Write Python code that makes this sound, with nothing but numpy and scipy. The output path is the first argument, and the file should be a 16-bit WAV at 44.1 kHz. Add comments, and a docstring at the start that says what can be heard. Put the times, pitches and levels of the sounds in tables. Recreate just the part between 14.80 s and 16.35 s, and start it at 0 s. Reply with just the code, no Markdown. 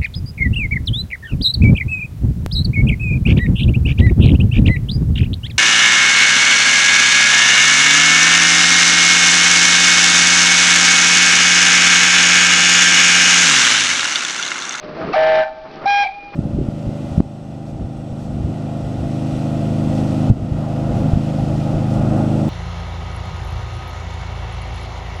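"""Two steam-whistle blasts

An old upright boiler under an open shed among trees: a three-bell chime, then a single brighter whistle.
Bells are sums of harmonics with a bending, trembling pitch; steam jets and wet sputter are shaped noise.
Each tone lingers in shed and forest as a fluttering, decaying copy of its harmonics.
The sum overloads a small camera's input, which samples coarsely and limits the band.
"""
import sys
import numpy as np
from scipy import signal
from scipy.fft import rfft, irfft
from scipy.io import wavfile

SR = 44100
rng = np.random.default_rng(int(sys.argv[2]) if len(sys.argv) > 2 else 0)


def log_audio(samples):
    """Write samples as a 16-bit WAV file to the path given in sys.argv[1]."""
    # one column per channel
    frames = np.atleast_2d(samples).T
    # limit to full scale, then quantise
    limited = np.clip(frames, -1, 1)
    pcm = np.round(limited * 32767).astype(np.int16)
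    wavfile.write(sys.argv[1], SR, pcm)


N = 68355
T = np.arange(N) / SR


def amp(db):
    """Decibels to gain."""
    return 10 ** (np.asarray(db) / 20)


def unit(x):
    """Scale to rms 1."""
    return x / np.sqrt(np.mean(abs(x) ** 2) + 1e-20)


def colour(x, points):
    """Filter by (frequency [Hz], gain [dB]) points, joined on a log frequency axis."""
    hz, db = np.transpose(points)
    bins_hz = np.fft.rfftfreq(N, 1 / SR)
    gain_db = np.interp(np.log1p(bins_hz), np.log1p(abs(hz)), db)
    return irfft(rfft(x) * amp(gain_db), N)


def drift(rate_hz):
    """Smooth random motion of rms 1, up to about the given rate."""
    lowpass = 1 / (1 + (np.fft.rfftfreq(N, 1 / SR) / rate_hz) ** 4)
    return unit(irfft(rfft(rng.standard_normal(N)) * lowpass, N))


def noise(points, skirts=False):
    """Noise of rms 1 with the given spectrum; skirts make it fade beyond the end points."""
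    if skirts:
        points = [(points[0][0] / 2, -70), *points, (points[-1][0] * 2, -70)]
    return unit(colour(rng.standard_normal(N), points))


def after(start_s):
    """Seconds gone since start_s, 0 before."""
    return np.maximum(T - start_s, 0)


def rise(start_s, time_s):
    """Smooth climb from 0 to 1."""
    return 1 - np.exp(-(after(start_s) / time_s) ** 2.0)


def swell(middle_s, length_s):
    """One soft arch, peak 1."""
    return np.cos(np.pi * np.clip((T - middle_s) / length_s, -.5, .5))


# outdoor rumble spectrum: (frequency [Hz], level [dB per Hz])
RUMBLE_SPECTRUM = [(15, -3), (40, -3), (90, -15.5), (200, -16), (600, -29.5)]
RUMBLE_DB = -48.5


def rumble():
    """Steady low outdoor noise."""
    return amp(RUMBLE_DB) * noise(RUMBLE_SPECTRUM)


# steam noise as heard, lower while a whistle sounds: (time [s], low sputter [dB], middle [dB], hiss [dB])
STEAM_LEVELS = [(0, -48.5, -43.5, -47), (.04, -33, -36.5, -43), (.12, -34, -38.5, -48),
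                (.17, -29.5, -34, -42), (.24, -27.5, -28, -43), (.31, -24, -31, -41),
                (.345, -37.5, -32, -48), (.59, -45, -45, -60), (.625, -55.5, -51, -60),
                (.74, -47.5, -46.5, -53), (.835, -50, -48, -49.5), (.855, -39.5, -40, -52),
                (.94, -38, -42.5, -44.5), (1.0, -38.5, -37.5, -48), (1.055, -33.5, -30, -49),
                (1.08, -54, -43.5, -55), (1.359, -52.5, -53, -51.5), (1.43, -44.5, -48, -52.5),
                (1.52, -43.5, -49.5, -49), (1.54, -42.5, -34.5, -46.5)]
# spectra of the three steam bands: (frequency [Hz], level [dB per Hz])
SPUTTER_SPECTRUM = [(20, -18), (60, -14), (110, -8.5), (165, -0.5), (230, -5), (310, 0), (450, -4.5),
                    (700, -13.5), (2000, -54.5)]
MIDDLE_SPECTRUM = [(200, -40), (450, -8), (640, -4), (900, -10), (1250, -6), (1600, -12), (2200, -19),
                   (5000, -44.5)]
HISS_SPECTRUM = [(700, -28), (1600, -7), (2300, 1.5), (3200, -5), (4500, -6), (5500, -9), (8000, -24)]


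def steam(flicker_db=1.25):
    """Wet steam noise in three bands with one shared flicker; its level drops while a whistle sounds."""
    time_s, *band_levels_db = np.transpose(STEAM_LEVELS)
    spectra = (SPUTTER_SPECTRUM, MIDDLE_SPECTRUM, HISS_SPECTRUM)
    flicker = flicker_db * drift(61)
    return sum(amp(np.interp(T, time_s, db) + flicker) * noise(spectrum)
               for db, spectrum in zip(band_levels_db, spectra))


# wet spits: (middle [s], length [s], centre [Hz], half width to -10 dB [octaves], peak level [dB])
WATER_SPITS = [(0.34, .026, 4120, 0.66, -31), (.858, 0.039, 1120, .2, -43), (1.043, .045, 197, .6, -33),
               (1.04, 0.031, 1300, 0.51, -36), (1.059, .007, 5650, .15, -28.5), (0.26, 0.18, 90, 0.55, -41),
               (1.232, .025, 78, 0.79, -48)]


def spits():
    """Slugs of water burst through the valve: arches of band noise."""
    out = np.zeros(N)
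    for middle_s, length_s, hz, width_oct, db in WATER_SPITS:
        band = [(hz / 4 ** width_oct, -20), (hz, 0), (hz * 4 ** width_oct, -20)]
        out += amp(db) * swell(middle_s, length_s) * noise(band, skirts=True)
    return out


def brief_tones(rows, waver):
    """Brief unsteady sines, each under one soft arch; waver is the rms share of pitch."""
    out = np.zeros(N)
    for middle_s, length_s, hz, db in rows:
        turns = np.cumsum(hz * (1 + waver * drift(90))) / SR
        out += amp(db) * swell(middle_s, length_s) * np.sin(2 * np.pi * turns)
    return out


# faint bell tones: (middle [s], length [s], pitch [Hz], peak level [dB])
LEAKS = [(0.087, 0.21, 609, -32), (0.225, 0.13, 645, -24.5), (.235, 0.034, 1230, -26),
         (.285, .04, 1210, -32), (.21, 0.087, 805, -30.5), (1.015, .08, 1265, -38), (1.01, .14, 634, -41),
         (1.03, 0.34, 781, -39), (0.3015, 0.061, 460, -27.5)]


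def leak_tones():
    """Leaking steam stirs the bells faintly."""
    return brief_tones(LEAKS, waver=.012)


# brief bell tones, chirps then flares: (middle [s], length [s], pitch [Hz], peak level [dB])
CHIRPS_AND_FLARES = [(.332, 0.015, 2600, -27), (.340, 0.014, 1180, -16), (.3425, .007, 2244, -20),
                     (.347, 0.02, 744, -12), (.356, .025, 1532, -31), (.628, .035, 1564, -20),
                     (.645, .055, 774, -25), (.62, 0.018, 868, -23), (1.239, 0.016, 2381, -12.5),
                     (1.26, .02, 783, -8.5), (1.273, 0.011, 2378, -17), (1.295, 0.069, 769, -28)]


def chirps_and_flares():
    """Brief bell tones: chirps as the valves open, flares near the bells' own pitches as they shut."""
    return brief_tones(CHIRPS_AND_FLARES, waver=0.0146)


# jets at the whistle mouths, chime then single: (open [s], shut [s], level before the fade [dB])
MOUTH_JETS = [(0.325, 0.599, -21.5), (1.049, 1.238, -28.5)]
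# their spectra: (frequency [Hz], level [dB per Hz])
CHIME_JET_SPECTRUM = [(30, -21.5), (150, -12.5), (350, -9.5), (550, -1), (720, 8.5), (1000, -1.5),
                      (1400, 0.5), (2100, -4), (2700, -7.5), (4000, -15.5), (5500, -16.5), (8000, -34)]
SINGLE_JET_SPECTRUM = [(30, -10), (300, -9), (750, 3.5), (1100, -1), (1800, -8.5), (2250, 10), (2800, -6.5),
                       (4000, -2), (5500, -12), (8000, -17.5)]
JET_RISE_S, JET_FADE_DB_PER_S = 0.012, 222.5


def jets():
    """Steam roars across each whistle's lip while its valve is open."""
    out = np.zeros(N)
    for (open_s, shut_s, db), spectrum in zip(MOUTH_JETS, (CHIME_JET_SPECTRUM, SINGLE_JET_SPECTRUM)):
        level = amp(db - JET_FADE_DB_PER_S * after(shut_s)) * rise(open_s, JET_RISE_S)
        out += level * noise(spectrum) * amp(2.4 * drift(150))
    return out


SAG_S = .014


def bell_phase(start_s, shut_s, hz, scoop, scoop_s, sag, jitter, dying_jitter):
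    """Pitch scoops up as pressure builds, trembles with the jet, sags and falters at shut-off."""
    # scoop, sag and jitters are shares of the pitch
    dying = rise(shut_s, SAG_S)
    bend = -scoop * np.exp(-after(start_s) / scoop_s) - sag * dying
    bend = bend + (jitter + dying_jitter * dying) * drift(130)
    turns = np.cumsum(hz * (1 + bend)) / SR
    return 2 * np.pi * (turns - turns[int((start_s + shut_s) / 2 * SR)])


FOREST_T60_S = 2.01


def lingering(shut_s, hz, shed_db, shed_t60_s, forest_db, arrival_s, flutter=0.53):
    """Shed and trees keep a fluttering, decaying tone after the bell has stopped."""
    gone_s = after(shut_s)
    shed = amp(shed_db - 60 * gone_s / shed_t60_s) * (1 + flutter * (drift(38) + 1j * drift(44)))
    forest = amp(forest_db - 60 * gone_s / FOREST_T60_S) * (1 + flutter * (drift(19.2) + 1j * drift(13)))
    carrier = np.exp(2j * np.pi * hz * gone_s)
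    return rise(shut_s, arrival_s) * ((shed + 1j * forest) * carrier).real


# bells: (speaks [s], pitch [Hz], harmonic 1 [dB], 2 [dB], 3 [dB], 4 and 5 each [dB],
# forest echo of the fundamental [dB re harmonic], of the overtones [dB re harmonic])
CHIME_BELLS = [(.354, 634.5, -6.5, -35.5, -45, -56, -24, -27),
               (.340, 784.3, -15, -24, -29, -43, -19, -21.5),
               (.350, 877.4, -20, -21.5, -42, -55.5, -18, -26.5)]
CHIME_SHUT_S, CHIME_RELEASE_S, CHIME_SHED_T60_S = .608, 0.029, 0.22
CHIME_SAG = .003  # share of pitch


def chime():
    """Three bells sound a rough chord, each harmonic trembling in level."""
    out = np.zeros(N)
    for start_s, hz, first_db, second_db, third_db, upper_db, echo_db, overtone_echo_db in CHIME_BELLS:
        phase = bell_phase(start_s, CHIME_SHUT_S, hz, scoop=0.018, scoop_s=0.016,
                           sag=CHIME_SAG, jitter=0.0045, dying_jitter=.008)
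        blow = rise(start_s, .007) * np.exp(-after(CHIME_SHUT_S) / CHIME_RELEASE_S)
        for k, db in enumerate((first_db, second_db, third_db, upper_db, upper_db), 1):
            tone = blow * np.cos(k * phase) * amp(.55 * drift(66))
            forest_db = echo_db if k == 1 else overtone_echo_db
            echo = lingering(CHIME_SHUT_S, k * hz, shed_db=-10.5, shed_t60_s=CHIME_SHED_T60_S,
                             forest_db=forest_db, arrival_s=.035)
            out += amp(db) * (tone + echo)
    return out


# harmonics 1 to 8: (level [dB], build-up [s], shed echo [dB re harmonic], forest echo [dB re harmonic])
SINGLE_HARMONICS = [(-10, 0.0024, -4.5, -18), (-17, 0.019, -15, -32.5), (-16, 0.024, -11.5, -17.5),
                    (-24, .045, -12, -34.5), (-35, 0.0067, -12, -23.5), (-47.5, .02, -11, -14.5),
                    (-30, 0.031, -16, -42), (-36, .04, -13, -29)]
SINGLE_OPEN_S, SINGLE_SHUT_S, SINGLE_HZ, SINGLE_SHED_T60_S = 1.056, 1.231, 809.8, 0.23
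SINGLE_SAG = .0359  # share of pitch
KICK, KICK_S = .9, .008  # first gush overblows the fundamental: extra share, decay time


def single():
    """One bell kicks in nearly pure, gains harmonics; its sagging end beats with its own echo."""
    phase = bell_phase(SINGLE_OPEN_S, SINGLE_SHUT_S, SINGLE_HZ, scoop=0.061, scoop_s=0.0096,
                       sag=SINGLE_SAG, jitter=.0018, dying_jitter=.013)
    out = np.zeros(N)
    for k, (db, build_s, shed_db, forest_db) in enumerate(SINGLE_HARMONICS, 1):
        release_s = .03 if k in (1, 3) else .008  # closed pipe holds its low odd modes longest
        blow = rise(SINGLE_OPEN_S, build_s) * np.exp(-after(SINGLE_SHUT_S) / release_s)
        if k == 1:
            blow = blow * (1 + KICK * np.exp(-after(SINGLE_OPEN_S) / KICK_S))
        tremble_db = (.4 + 1.8 * rise(SINGLE_SHUT_S, SAG_S)) * drift(80)
        tone = blow * np.sin(k * phase) * amp(tremble_db)
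        echo = lingering(SINGLE_SHUT_S, k * SINGLE_HZ, shed_db, SINGLE_SHED_T60_S, forest_db, arrival_s=.006)
        out += amp(db) * (tone + echo)
    return out


def scene():
    """Rumble, steam and whistles, summed to one channel."""
    background = rumble() + steam() + spits()
    whistles = leak_tones() + chirps_and_flares() + jets() + chime() + single()
    return (background + whistles)[None]


# input filter, run before and after sampling: (frequency [Hz], gain per pass [dB])
INPUT_BAND = [(0, 0), (4800, 0), (5500, -3), (6000, -11), (6500, -24), (7000, -40), (7600, -70),
              (22050, -100)]
CLIP_LEVEL, CLIP_KNEE, CLIP_BIAS = 0.38, 3.71, 0.0067
SAMPLE_STEP, EDGE_HZ = 4, 7100  # keeps every 4th sample


def record(dry):
    """Input overloads softly; coarse sampling mirrors the top harmonics; filters limit the band."""
    x = dry[0] + CLIP_BIAS
    x = x / (1.5 + abs(x / CLIP_LEVEL) ** CLIP_KNEE) ** (1 / CLIP_KNEE) - CLIP_BIAS
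    pulses = SAMPLE_STEP * (np.arange(N) % SAMPLE_STEP == 0)
    x = colour(colour(x, INPUT_BAND) * pulses, INPUT_BAND)
    lowpass = signal.firwin(255, EDGE_HZ, window=("kaiser", 9), fs=SR)
    return signal.oaconvolve(x, lowpass, "same")[None]


dry = scene()
out = record(dry)
log_audio(out)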